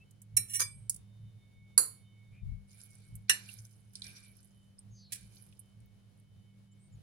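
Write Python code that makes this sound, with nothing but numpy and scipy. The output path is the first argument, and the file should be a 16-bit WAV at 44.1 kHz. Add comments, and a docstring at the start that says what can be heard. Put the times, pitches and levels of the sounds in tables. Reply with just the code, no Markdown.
"""Cutlery and china bowls in a small kitchen, heard close up by a hand-held phone.
From the start an appliance hums, with thin whines and a throbbing rumble. In the first second a fork
knocks, scrapes and taps a rim; each hit is a short crack and a ring. Near 1.8 s a utensil is put down,
and around then the hand shifts on the phone a few times. At 3.3 s the fork strikes a bowl, then stirs
and lifts wet noodles, which crackle and drip as tiny wet pockets open and strands let go."""
import sys
import numpy as np
from scipy import signal
from scipy.fft import rfft, irfft, next_fast_len
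from scipy.io import wavfile
from scipy.ndimage import uniform_filter1d

SR = 44100
rng = np.random.default_rng(int(sys.argv[2]) if len(sys.argv) > 2 else 0)


def to_wav(sig):
    """Store sig (one row per channel, or 1-D mono) as 16-bit WAV at the path in sys.argv[1].

    Samples outside -1..1 are clipped; the rate is SR.
    """
    pcm = np.clip(np.atleast_2d(sig), -1, 1) * 32767
    pcm = np.round(pcm).astype(np.int16)
    wavfile.write(sys.argv[1], SR, pcm.T)  # frames by channels


N = 309978
T = np.arange(N) / SR
RING_T = np.arange(SR * 2 // 5) / SR  # the 0.4 s that one short sound gets to ring out
TOP_HZ = 16100

# The right microphone faces the dishes and hears more treble: pitch_hz, pan_db (left minus right)
MIC_BALANCE = [(500, 3.5), (1800, -5.5), (4500, -6.5), (7000, 2), (8400, 3.5), (9500, -9.5), (11000, -17.5),
               (15000, -10.5)]
# The notes the fork's prongs ring at: pitch_hz, level_db, decay_s (time to fall 60 dB), pan_db
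PRONG_NOTES = [(1847, -15, 0.14, -8), (2265, -15, 0.2, -11), (2866, -7.5, 0.2, 0.5), (4113, -13, 0.27, 5.5),
               (5800, -0.5, 0.16, -6.5), (7390, -5, 0.107, 6), (8070, -1, 0.16, 1), (9060, -5, .08, -5),
               (9630, -1.5, 0.15, -8), (9920, 4, 0.11, -10), (10800, 1, 0.1, -16),
               (10100, -3.5, 0.0996, -13.5), (11430, -9.5, 0.13, -15.5), (13300, -4, 0.139, -19.5),
               (15500, -10, 0.12, -14.5)]
# The spectrum of prongs grazing china: pitch_hz, level_db
GRAZE_CRACK = [(900, -61), (1700, -9.5), (3000, -7), (6000, -4), (10500, 4), (12000, -9.5), (16000, -11)]


def undb(db):
    """Turn decibels into a gain."""
    return 10 ** (np.asarray(db) / 20)


def unit(x):
    """Scale to an average (rms) level of 1."""
    return x / np.sqrt(np.mean(x ** 2))


def energy(x):
    """Scale to an average energy of 1 per channel."""
    return unit(x) / np.sqrt(x.shape[-1])


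def fade(decay_s):
    """Die away by 60 dB in decay_s."""
    return np.exp(-np.log(1000) * RING_T / max(decay_s, .002))


def strike(decay_s):
    """A contact builds up almost at once, then dies away."""
    return fade(decay_s) * (1 - fade(0.0024))


def swell(start_s, rise_s, hold_s, fall_db_per_s):
    """Rise, hold, then die away at a steady rate."""
    rise = np.clip((T - start_s) / max(rise_s, .002), 0, 1)
    return rise * undb(-fall_db_per_s * np.maximum(T - start_s - rise_s - hold_s, 0))


def curve(points):
    """A gain that follows (time_s, level_db) points and is silent outside them."""
    times, levels = np.transpose(points)
    return undb(np.interp(T, times, levels)) * (T >= times[0]) * (T <= times[-1])


def drift(turns_per_s):
    """A random wander around zero, roughly 1 in size."""
    steps = rng.standard_normal(SR // 2)
    return 1.6 * np.interp(T * turns_per_s, np.arange(len(steps)), steps)


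def tone(hz, wander_hz, wander_per_s, flicker_db, flicker_per_s):
    """A tone whose pitch and level waver."""
    phase = 2 * np.pi * np.cumsum(hz + wander_hz * drift(wander_per_s)) / SR
    return unit(np.sin(phase) * undb(flicker_db * drift(flicker_per_s)))


def noise(size, alike):
    """Left and right noise; alike (0 to 1) is how much they share."""
    shared = np.sqrt(alike) * rng.standard_normal(size)
    return shared + np.sqrt(1 - alike) * rng.standard_normal((2, size))


def pan(pan_db):
    """Left and right gains that keep the total power; positive leans left."""
    gains = undb(np.array([[1], [-1]]) * pan_db / 2)
    return gains / np.sqrt(np.mean(gains ** 2, axis=0))


def level_at(points, hz):
    """Read a level between (pitch_hz, level_db) points, with octaves evenly spaced."""
    pitches, levels = np.transpose(points)
    return np.interp(np.log(hz + 1), np.log(pitches), levels)


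def colour(x, spectrum, from_dishes=True):
    """Give a sound a spectrum and, if it comes from the dishes, their left-right balance."""
    n = next_fast_len(x.shape[-1], True)
    hz = np.fft.rfftfreq(n, 1 / SR)
    gain = undb(level_at(spectrum, hz)) * (pan(level_at(MIC_BALANCE, hz)) if from_dishes else 1)
    return irfft(rfft(x, n) * gain, n)[:, :x.shape[-1]]


def delay_left(x, lag_ms):
    """Sound from the right reaches the left microphone a little later."""
    return np.array([np.roll(x[0], int(lag_ms * SR / 1000)), x[1]])


def add(out, start_s, x):
    """Mix a sound in at start_s."""
    i = max(int(start_s * SR), 0)
    out[:, i:i + x.shape[-1]] += x[..., :N - i]


def room_noise(level_db=-65):
    """Quiet room noise that swells a little."""
    # Mostly bass, with a faint hiss: pitch_hz, level_db
    spectrum = [(25, -15.5), (45, -7.5), (100, -3), (190, -9), (245, -17), (500, -22.5), (1000, -31),
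                (2000, -33.5), (4000, -34.5), (6300, -38.5), (8500, -41.5), (9700, -37.5), (10600, -34),
                (11800, -45.5), (16000, -47.5)]
    level = undb(level_db + drift(17.0))
    return level * unit(colour(noise(N, alike=0.06), spectrum, from_dishes=False))


def appliance_hum(main_hz=108.85, wander_hz=1.0, main_db=-0.5, throb_db=2.0, pan_db=-4):
    """A wavering motor hum beats against weaker tones, while thin whines swell and fade."""
    # The main tone's slow rise and fall: time_s, level_db
    main_levels = [(0.0, -69.5), (0.31, -54), (1.37, -51.5), (1.41, -61.5), (2.07, -60.5), (2.47, -48.5),
                   (2.62, -68), (3.11, -57.5), (4.31, -65), (7.03, -61)]
    # The weaker tones: pitch_hz, level_db, wander_hz
    weak_tones = [(101.4, -69.5, 0.47), (147.6, -73, 2.3), (196.2, -67, 0.46)]
    # The whines: pitch_hz, wander_hz, points of (time_s, level_db)
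    whines = [(2209, 7, [(0, -88.5), (1.4, -89), (1.5, -74.5), (2.3, -79.5), (3.2, -76.5), (3.7, -86),
              (4.6, -99), (5.7, -87.5), (7.03, -87.5)]), (3043, 23, [(0, -81), (1.5, -90), (2.1, -80),
              (2.4, -92), (4.2, -83), (5, -87.5), (5.55, -76.5), (6, -89.5), (6.7, -81.5), (7.03, -94)]),
              (3640, 18, [(.8, -101), (1.2, -81.5), (2.3, -82.5), (2.6, -99), (7.03, -91.5)])]
    out = undb(main_db) * curve(main_levels) * tone(main_hz, wander_hz, 32, throb_db, 24)
    for hz, db, wander in weak_tones:
        out += undb(db) * tone(hz, wander, 22, 1.8, 13)
    for hz, wander, levels in whines:
        out += curve(levels) * tone(hz, wander, 260, 2.8, 14)
    return pan(pan_db) * out


def rumble(pitch_hz=106, wander_hz=5, noise_db=-2, half_width_s=0.064):
    """A low rumble throbs in short, uneven swells around the pitch of the hum."""
    # The peak of each throb: time_s, level_db
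    throbs = [(.38, -51), (.66, -57.5), (.79, -53.5), (.97, -57), (1.25, -52.5), (2.34, -56.5),
              (3.161, -50.5), (3.599, -57.5), (4.07, -60.5), (4.93, -56), (5.24, -56.5), (5.821, -58.5),
              (6.37, -58), (6.95, -54.5)]
    # The rumble's noisy part: pitch_hz, level_db
    spectrum = [(25, -14.5), (55, 1.5), (80, -6), (150, 0.5), (190, -6), (250, -30.5), (600, -70.5)]
    swells = sum(undb(db) * np.exp(-((T - s) / half_width_s) ** 2) for s, db in throbs)
    drone = tone(pitch_hz, wander_hz, 30, 0.85, 20)
    low_noise = unit(colour(noise(N, alike=0.55), spectrum, from_dishes=False))
    return swells * (drone + undb(noise_db) * low_noise)


def hand_bumps(rise_s=0.056, fall_db_per_s=198.5, right_db=-15):
    """Each shift of the grip rumbles through the phone's case, mostly on the left."""
    # Shifts of the hand: start_s, hold_s, level_db
    shifts = [(1.536, 0.024, -54.5), (2.41, 0.0092, -31), (2.456, 0.0094, -38.5), (3.073, 0.037, -52)]
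    # What the case lets through: pitch_hz, level_db
    case = [(15, -26), (35, -4.5), (55, 0), (100, -9.5), (170, -13), (260, -44), (600, -81)]
    grip = sum(undb(db) * swell(s, rise_s, hold, fall_db_per_s) for s, hold, db in shifts)
    return grip * unit(colour(noise(N, alike=0.29), case, from_dishes=False)) * undb([[0], [right_db]])


def faint_tones():
    """Thin tones that glide and flutter: a clink's dying ring, a ring from stirring, and high chirps."""
    # Each tone: start_s, length_s, start_hz, end_hz, level_db, roughness (share of the pitch)
    glides = [(0, 0.044, 2600, 2670, -66.5, 0.0046), (2.313, 0.12, 2400, 2420, -72, 0.069),
              (4.142, 0.22, 2423, 2267, -72, 0.044), (4.9, .15, 6500, 6000, -70, .035),
              (4.94, .19, 4950, 4000, -67.5, .06), (6.713, 0.027, 7040, 7640, -75.5, 0.014),
              (6.781, 0.12, 8300, 8950, -76, 0.035), (6.916, 0.047, 7540, 6500, -77, 0.017)]
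    out = np.zeros((2, N))
    for start_s, length_s, start_hz, end_hz, db, roughness in glides:
        n = int(length_s * SR)
        flutter = unit(uniform_filter1d(rng.standard_normal(len(RING_T)), size=24))[:n]
        hz = np.linspace(start_hz, end_hz, n) * (1 + roughness * flutter)
        add(out, start_s, undb(db) * unit(np.sin(2 * np.pi * np.cumsum(hz) / SR) * np.hanning(n) ** .5))
    return out


def drips(start_s=5.4, end_s=6.45, per_s=8, level_db=-48, spread_db=5, centre_hz=11000):
    """Rows for wet_smacks: single strands let go at random while the noodles hang from the fork."""
    scatter_octaves, width_octaves = 0.4, 0.22
    chances = rng.random((64, 3))[:int(per_s * (end_s - start_s))]
    return [(start_s + when * (end_s - start_s), level_db + spread_db * (2 * size - 1),
             centre_hz * 2 ** (scatter_octaves * (2 * pitch - 1)), width_octaves)
            for when, size, pitch in chances]


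def wet_smacks(room_db=-24, note_db=-3, note_decay_s=0.017, glide_per_s=1.3):
    """Wet pockets open with a short burst of noise and a small rising note, and the room answers."""
    # The clearest smacks: start_s, level_db, centre_hz, width_octaves
    pockets = [(0.109, -37, 8650, 0.54), (0.2175, -28, 9330, 0.35), (3.1533, -22.5, 10140, 0.32),
               (3.49, -21.5, 2750, 0.065), (3.587, -29, 5940, 0.27), (3.649, -31, 10600, 0.13),
               (3.9336, -37.5, 10650, 0.3), (4.3669, -33.5, 10600, 0.14), (4.4457, -35.5, 10530, 0.12),
               (4.785, -34, 5120, 0.071), (4.79, -25.5, 9030, 0.11), (5.357, -36, 10100, 0.25),
               (5.368, -35.5, 4500, 0.32), (5.423, -28, 10300, 0.11), (5.526, -40, 2880, 0.37),
               (5.5925, -21.5, 10110, 0.16)]
    middle_s, middle_db, doubling_db = 0.039, -24, 18  # bigger, louder pockets take longer to open
    out = np.zeros((2, N))
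    band_hz = np.geomspace(200, 20000, 120)
    for start_s, db, hz, octaves in pockets + drips():
        decay_s = middle_s * 2 ** ((db - middle_db) / doubling_db)
        band_db = -14 * np.log10(1 + (np.log2(band_hz / hz) / octaves) ** 4)
        burst = colour(noise(len(RING_T), alike=0.067), np.c_[band_hz, band_db])
        burst = energy(burst * (strike(decay_s) + undb(room_db) * strike(0.16)))
        rising = np.sin(2 * np.pi * hz * RING_T * (1 + glide_per_s * RING_T))
        note = energy(pan(level_at(MIC_BALANCE, hz)) * rising * strike(note_decay_s))
        clearness = undb(note_db) * max(1 - 2 * octaves, 0)  # a narrower burst has a clearer note
        add(out, start_s, undb(db) * energy(burst + clearness * note))
    return out


def wet_pops(per_s=400, spread_db=4.2, cycles=4, centre_hz=9300, scatter_octaves=.42, glide_per_s=25):
    """Each tiny pop rings briefly at its own rising pitch; a few are much stronger than the rest."""
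    when, size, pitch, length = rng.random((8000, 4))[:int(per_s * N / SR)].T[:, :, None]
    samples = np.arange(400)
    hz = np.minimum(centre_hz * 2 ** (scatter_octaves * np.log(pitch / (1 - pitch)) / 2), TOP_HZ)
    turns = hz * samples / SR * (1 + glide_per_s * samples / SR / 2)
    gain = undb(-spread_db * np.log(size + .03))
    waves = gain * np.sin(2 * np.pi * turns) * np.exp(-turns / (cycles * (.5 + length)))
    positions = (when * N).astype(int) + samples
    return unit(np.bincount(positions.ravel(), waves.ravel(), N)[:N])


def flicker(x, depth_db=2.5, per_s=35):
    """Every half octave flickers on its own, as strands of different size let go."""
    n = next_fast_len(N, True)
    half_octaves = 2 * np.log2(np.clip(np.fft.rfftfreq(n, 1 / SR), 500, 16000) / 500)
    spectrum = rfft(x, n)
    bands = (irfft(spectrum * np.maximum(1 - abs(half_octaves - k), 0), n)[:, :N] for k in range(11))
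    return sum(band * undb(depth_db * drift(per_s)) for band in bands)


def noodles(hiss_db=-4, bowl_db=-1):
    """Wet strands pop over a soft sliding hiss; deep in the heap the fork rubs the bowl into ringing."""
    # Arm rustles and fork strokes: start_s, rise_s, hold_s, slide_db, stir_db
    strokes = [(2.673, 0.12, 0.012, -59.5, -69.5), (2.92, 0.085, 0.026, -79, -74.5),
               (3.281, 0.024, 0.017, -65, -50), (3.42, 0.07, 0.015, -54.5, -77),
               (3.924, 0.025, 0.025, -61.5, -74), (4.016, 0.04, 0.12, -63.5, -59.5),
               (4.335, 0.031, 0.041, -72, -101.5), (5.095, 0.053, 0.016, -62, -62.5),
               (5.303, 0.052, 0.018, -65, -80)]
    # The spectra of sliding and of stirring: pitch_hz, level_db
    slide_spectrum = [(880, -40.5), (1500, -5), (2020, -18.5), (2190, -7), (2770, -29), (3000, -3.5),
                      (3250, -12), (5020, -6), (7540, -13.5), (10800, 0), (12200, -15.5), (16000, -19)]
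    stir_spectrum = [(180, -42.5), (300, -11.5), (1050, -24), (1980, -14.5), (3260, -18.5), (3620, -7.5),
                     (5900, -12.5), (7000, -30.5), (9100, -58)]
    # The notes of the filled bowl: pitch_hz, width_hz, level_db
    bowl_notes = [(1580, 67, -9), (2360, 70, 0), (4450, 70, -8), (5680, 150, -9)]
    sliding = sum(undb(db) * swell(s, rise, hold, fall_db_per_s=68) for s, rise, hold, db, _ in strokes)
    stirring = sum(undb(db) * swell(s, rise, hold, fall_db_per_s=97) for s, rise, hold, _, db in strokes)
    pop_tail = energy(noise(len(RING_T), alike=.3) * fade(.11))
    click_and_tail = energy((RING_T == 0) + undb(-6) * pop_tail)
    crackle = signal.oaconvolve(wet_pops()[None], click_and_tail, axes=1)[:, :N]
    wet = crackle + undb(hiss_db) * noise(N, alike=0.097)
    slide = unit(colour(wet, slide_spectrum)) * sliding
    rub = noise(N, alike=0.083)
    bowl = sum(undb(db) * unit(signal.lfilter(*signal.iirpeak(hz, hz / width, SR), rub))
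               for hz, width, db in bowl_notes)
    stir = unit(unit(colour(rub, stir_spectrum)) + undb(bowl_db) * unit(bowl)) * stirring
    return flicker(slide + stir)


def ringing(notes, kicks, detune=0.0022, contact_db=8, contact_decay_s=0.026):
    """Each kick feeds an object's notes, which fade quickly while it is touched and slowly once free."""
    out = 0
    for hz, db, free_decay_s, pan_db in notes:
        power = 0
        for gain_db, decay_s in [(0, free_decay_s), (contact_db, contact_decay_s)]:
            kept_per_sample = undb(-120 / (decay_s * SR))
            power += undb(2 * gain_db) * signal.lfilter([1], [1, -kept_per_sample], kicks ** 2)
        # each note spreads in its own pattern and meets each microphone in its own phase
        phase = 2 * np.pi * rng.random((2, 2, 1))
        # dishes and cutlery are not symmetric, so each note is a close, beating pair
        twin_hz = hz * (1 + detune * rng.standard_normal()) + 25
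        pair = np.sin(2 * np.pi * hz * RING_T + phase[0])
        pair += .5 * np.sin(2 * np.pi * twin_hz * RING_T + phase[1])
        out = out + undb(db) * pan(pan_db) * energy(pair * np.sqrt(power) * (1 - fade(0.0028)))
    return energy(out)


def fork_scrape(slip_hz=900, grit_db=-17, level_db=1, fall_db_per_s=894):
    """The prongs stick and slip in a quick rasp; each slip rings the fork, damped by the bowl."""
    # A light drag over the glaze, then a hard one: start_s, rise_s, hold_s, level_db
    drags = [(.476, 0.025, 0.085, -43.5), (.533, 0.005, 0.02, -31.5)]
    slip_count = np.floor(np.cumsum(slip_hz * undb(3 * drift(900))) / SR)
    slips = np.diff(slip_count, prepend=0) * undb(2.5 * drift(900))
    prongs = ringing(PRONG_NOTES, 1. * (RING_T == 0), detune=.008, contact_db=6, contact_decay_s=.03)
    grit = energy(colour(noise(len(RING_T), alike=0.37), GRAZE_CRACK) * fade(0.014))
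    one_slip = prongs + undb(grit_db) * grit
    pressure = sum(undb(db) * swell(s, rise, hold, fall_db_per_s) for s, rise, hold, db in drags)
    return undb(level_db) * signal.oaconvolve([unit(slips) * pressure], one_slip, axes=1)[:, :N]


def bounces(contact, gap_ratio=0.71):
    """List (time_s, gain) for one kind of contact; a hit chatters, each bounce sooner than the last."""
    # Hits: start_s, contact, level_db, touches, first_gap_s, loss_db per touch (negative grows louder)
    hits = [(0.3665, "fork", 0, 2, 0.0029, -4.5), (0.3717, "fork", 3.5, 2, 0.0023, 4),
            (0.5952, "rim", -9.5, 2, 0.0034, -2), (0.6037, "rim", -0.5, 2, .004, 21.5),
            (0.6154, "rim", -3, 3, 0.0068, 6), (0.8955, "tip", 0.5, 1, 0.0079, 0.5),
            (0.9433, "tip", -19.5, 2, .018, 2.5), (1.7773, "spoon", 10, 4, 0.0038, 4),
            (1.795, "spoon", -5, 1, .004, -7.5), (3.2953, "bowl", 7, 4, 0.0084, 15),
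            (3.9539, "muffled", -19, 1, 0.0052, 2), (4.0187, "dull", -16, 1, .005, 0),
            (4.0418, "muffled", -24.5, 1, .005, -2), (4.067, "muffled", -27.5, 2, 0.0026, 6),
            (5.1212, "graze", -12, 2, .003, 2.5), (5.1297, "graze", -11, 1, .005, 0),
            (5.146, "graze", -21.5, 2, .01, 1.5)]
    return [(start_s + gap_s * np.sum(gap_ratio ** np.arange(k)), undb(db - k * loss_db))
            for start_s, name, db, count, gap_s, loss_db in hits if name == contact
            for k in range(count)]


def clinks(variety=0.24, room_dull_db_per_octave=3):
    """Each hit gives a short crack, sets cutlery and china ringing and echoes in the kitchen."""
    # The notes each contact rings at: pitch_hz, level_db, decay_s, pan_db
    fork_notes = [(1855, -19, 0.19, -6), (2318, -17.5, 0.24, -6), (2760, -22, .12, -5),
                  (3996, -13.5, 0.2, -8), (4156, -23, 0.23, 8), (5580, -5, 0.15, -11), (6531, -16, 0.11, 0),
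                  (6880, -16, 0.12, 15), (7301, -10, 0.12, 8), (8173, -5, 0.19, 6), (9292, 0, 0.19, -5),
                  (8640, -7, .16, -2), (9569, -4, 0.2, -5), (9930, -7, .16, -10), (10571, -4, 0.19, -14),
                  (10960, -5, .16, -14), (11270, -8, .16, -12), (11964, -12, 0.17, -8),
                  (13976, -20, 0.16, -15), (15046, -14, 0.14, -15)]
    rim_notes = [(1841, -6, 0.14, -4), (2318, -5, 0.31, -10), (3521, -13, 0.24, -15), (4931, -3, 0.2, 13),
                 (5148, -15, 0.2, -6), (5862, -8, .1, -5), (6504, -3, 0.14, -8), (8499, -2.5, 0.45, -5),
                 (8740, -3, 0.2, -7), (10300, -1, 0.33, -15), (10570, 0, .1, -12), (11959, -19, 0.24, -11),
                 (13127, -8, 0.14, -15), (13702, -13, 0.14, -9), (13975, -13, 0.15, -11)]
    spoon_notes = [(1560, -17, .14, -4), (4226, -20, .3, -4), (4371, -16, 0.34, -4), (4560, -18, 0.3, 1),
                   (5986, -21, 0.2, -4), (6675, -16, 0.19, 10), (6861, -12, 0.2, -4), (7263, -11, 0.22, 10),
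                   (7760, -5, 0.23, 9), (8052, -6, 0.2, 10), (8397, -8, 0.23, 4), (9028, -4, 0.22, 1),
                   (9449, 0, 0.26, -8), (9607, -4, 0.26, -8), (10096, -3, 0.26, -10),
                   (10215, -6, 0.24, -15), (10577, -2, 0.25, -15), (10718, -10, 0.26, -14),
                   (11616, -12, 0.23, -3), (11981, -7, 0.25, -15)]
    bowl_notes = [(1665, -2.5, .11, -4), (1766, -2.5, .17, -4), (1869, -5, 0.17, -4), (1962, -7, 0.17, -15),
                  (2650, -5.5, 0.15, -10), (2795, -3, .12, -6), (2869, 0, 0.16, 0), (3589, -12, 0.15, -1),
                  (4163, -9, 0.23, -5), (5136, -8, 0.15, 13), (5667, -5, 0.14, -11), (6261, -11, 0.12, -8),
                  (6620, -11, 0.19, -5), (7383, -5, 0.24, -4), (7664, -9, 0.22, -1), (8370, -8, 0.14, 0),
                  (8511, -5, 0.13, 9), (9201, -3, 0.19, -12), (9555, -12, 0.18, -2), (10048, -7, 0.16, -8),
                  (10250, -6, 0.14, -15), (11038, -7, 0.21, -15), (11351, -7, 0.2, -15),
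                  (11655, -13, 0.19, -15), (13250, -16, 0.09, -15)]
    muffled_notes = [(4310, -1.5, 0.048, -7), (4950, -1.5, .03, -3), (5700, 1, .03, -9),
                     (8550, -12, .04, 2), (9050, -8, 0.036, -7), (10100, -10, .04, -11)]
    # The spectrum of each crack, a crowd of notes that die quickly: pitch_hz, level_db
    fork_crack = [(150, -63.5), (250, -33), (468, -28), (710, -63), (1080, -32), (2320, -16), (4050, -32.5),
                  (5250, -30.5), (5540, -7), (6040, -23), (9330, 2.5), (13200, -17), (15200, -15.5),
                  (16000, -30.5)]
    rim_crack = [(150, -57), (250, -40.5), (586, -9.5), (761, -69.5), (1020, -7.5), (1880, -8.5),
                 (2160, -28.5), (2320, -23), (3340, -20), (6470, 1), (7980, -26), (8550, 1), (14700, -19.5),
                 (16000, -32)]
    tip_crack = [(590, -85), (1000, -52), (1260, -65), (2250, -37.5), (3500, -49), (4790, -22),
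                 (6250, -18.5), (8650, -8), (10400, -3), (12300, -25), (16000, -22)]
    spoon_crack = [(120, -61.5), (200, -38.5), (491, -21), (671, -34.5), (1250, -16.5), (3560, -37.5),
                   (4420, -8), (6170, -35), (6760, -7), (8580, -21), (9750, 4.5), (11900, -10.5),
                   (12600, -26), (14600, -20.5), (16000, -65)]
    bowl_crack = [(150, -64), (250, -35.5), (1350, -16.5), (1710, -4), (2250, -13), (2550, -9), (2900, -1),
                  (3300, -23.5), (3650, -11.5), (4200, -10.5), (4650, -25.5), (5630, -2.5), (7060, -14.5),
                  (11300, -5), (12300, -28), (13700, -22), (16000, -39.5)]
    muffled_crack = [(1000, -53), (2600, -20), (3800, -5), (5100, 2), (7000, -15), (8600, -0.5), (10400, 0),
                     (12000, -34), (16000, -36)]
    dull_crack = [(2700, -30), (3500, 1.5), (4400, 5), (5500, -32), (9800, -2), (11500, -35)]
    # Each contact's sound: name, notes, crack spectrum, ring_db, crack_s, room_db, room_s, lag_ms
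    contacts = [("fork", fork_notes, fork_crack, -2.5, 0.032, -19, 0.33, .82),
                ("rim", rim_notes, rim_crack, -1.5, 0.045, -16, 0.2, .71),
                ("tip", fork_notes, tip_crack, -31, 0.035, -14.5, 0.16, .71),
                ("spoon", spoon_notes, spoon_crack, -3.5, 0.022, -10.5, 0.29, 1.03),
                ("bowl", bowl_notes, bowl_crack, 1, 0.065, -16, 0.33, .55),
                ("muffled", muffled_notes, muffled_crack, -2.5, 0.023, -8.5, 0.14, .8),
                ("dull", muffled_notes, dull_crack, -15, 0.025, -7.5, 0.21, .8),
                ("graze", PRONG_NOTES, GRAZE_CRACK, -9.5, 0.048, -15, 0.38, 1.2)]
    out = np.zeros((2, N))
    for name, notes, spectrum, ring_db, crack_s, room_db, room_s, lag_ms in contacts:
        touches = bounces(name)
        first_s = min(touches)[0]
        kicks = np.zeros((1, len(RING_T)))
        # the kitchen swallows more treble than bass
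        dulled = [(hz, db - room_dull_db_per_octave * np.log2(hz)) for hz, db in spectrum]
        room = energy(colour(noise(len(RING_T), alike=0.1), dulled) * fade(room_s) * (1 - fade(0.031)))
        # the bounces land near the same spot, so their cracks share most of their noise
        shared_noise = noise(len(RING_T), alike=0.28)
        for time_s, gain in touches:
            burst = shared_noise + variety * noise(len(RING_T), alike=0.2)
            crack = energy(colour(burst, spectrum) * strike(crack_s))
            add(out, time_s, gain * delay_left(crack + undb(room_db) * room, lag_ms))
            add(kicks, time_s - first_s, np.array([gain]))
        ring = delay_left(ringing(notes, kicks[0]), lag_ms)
        add(out, first_s, undb(ring_db) * np.linalg.norm(kicks) * ring)
    return out


def scene():
    """Mix everything; the dishes lie to the right, so the left side hears them a little later."""
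    dishes = clinks() + delay_left(fork_scrape() + noodles() + wet_smacks(), lag_ms=.82)
    return dishes + faint_tones() + appliance_hum() + rumble() + hand_bumps() + room_noise()


def record(dry):
    """The phone cuts off the highest treble."""
    return signal.sosfilt(signal.ellip(10, .2, 80, TOP_HZ, fs=SR, output="sos"), dry)


dry = scene()
out = record(dry)
to_wav(out)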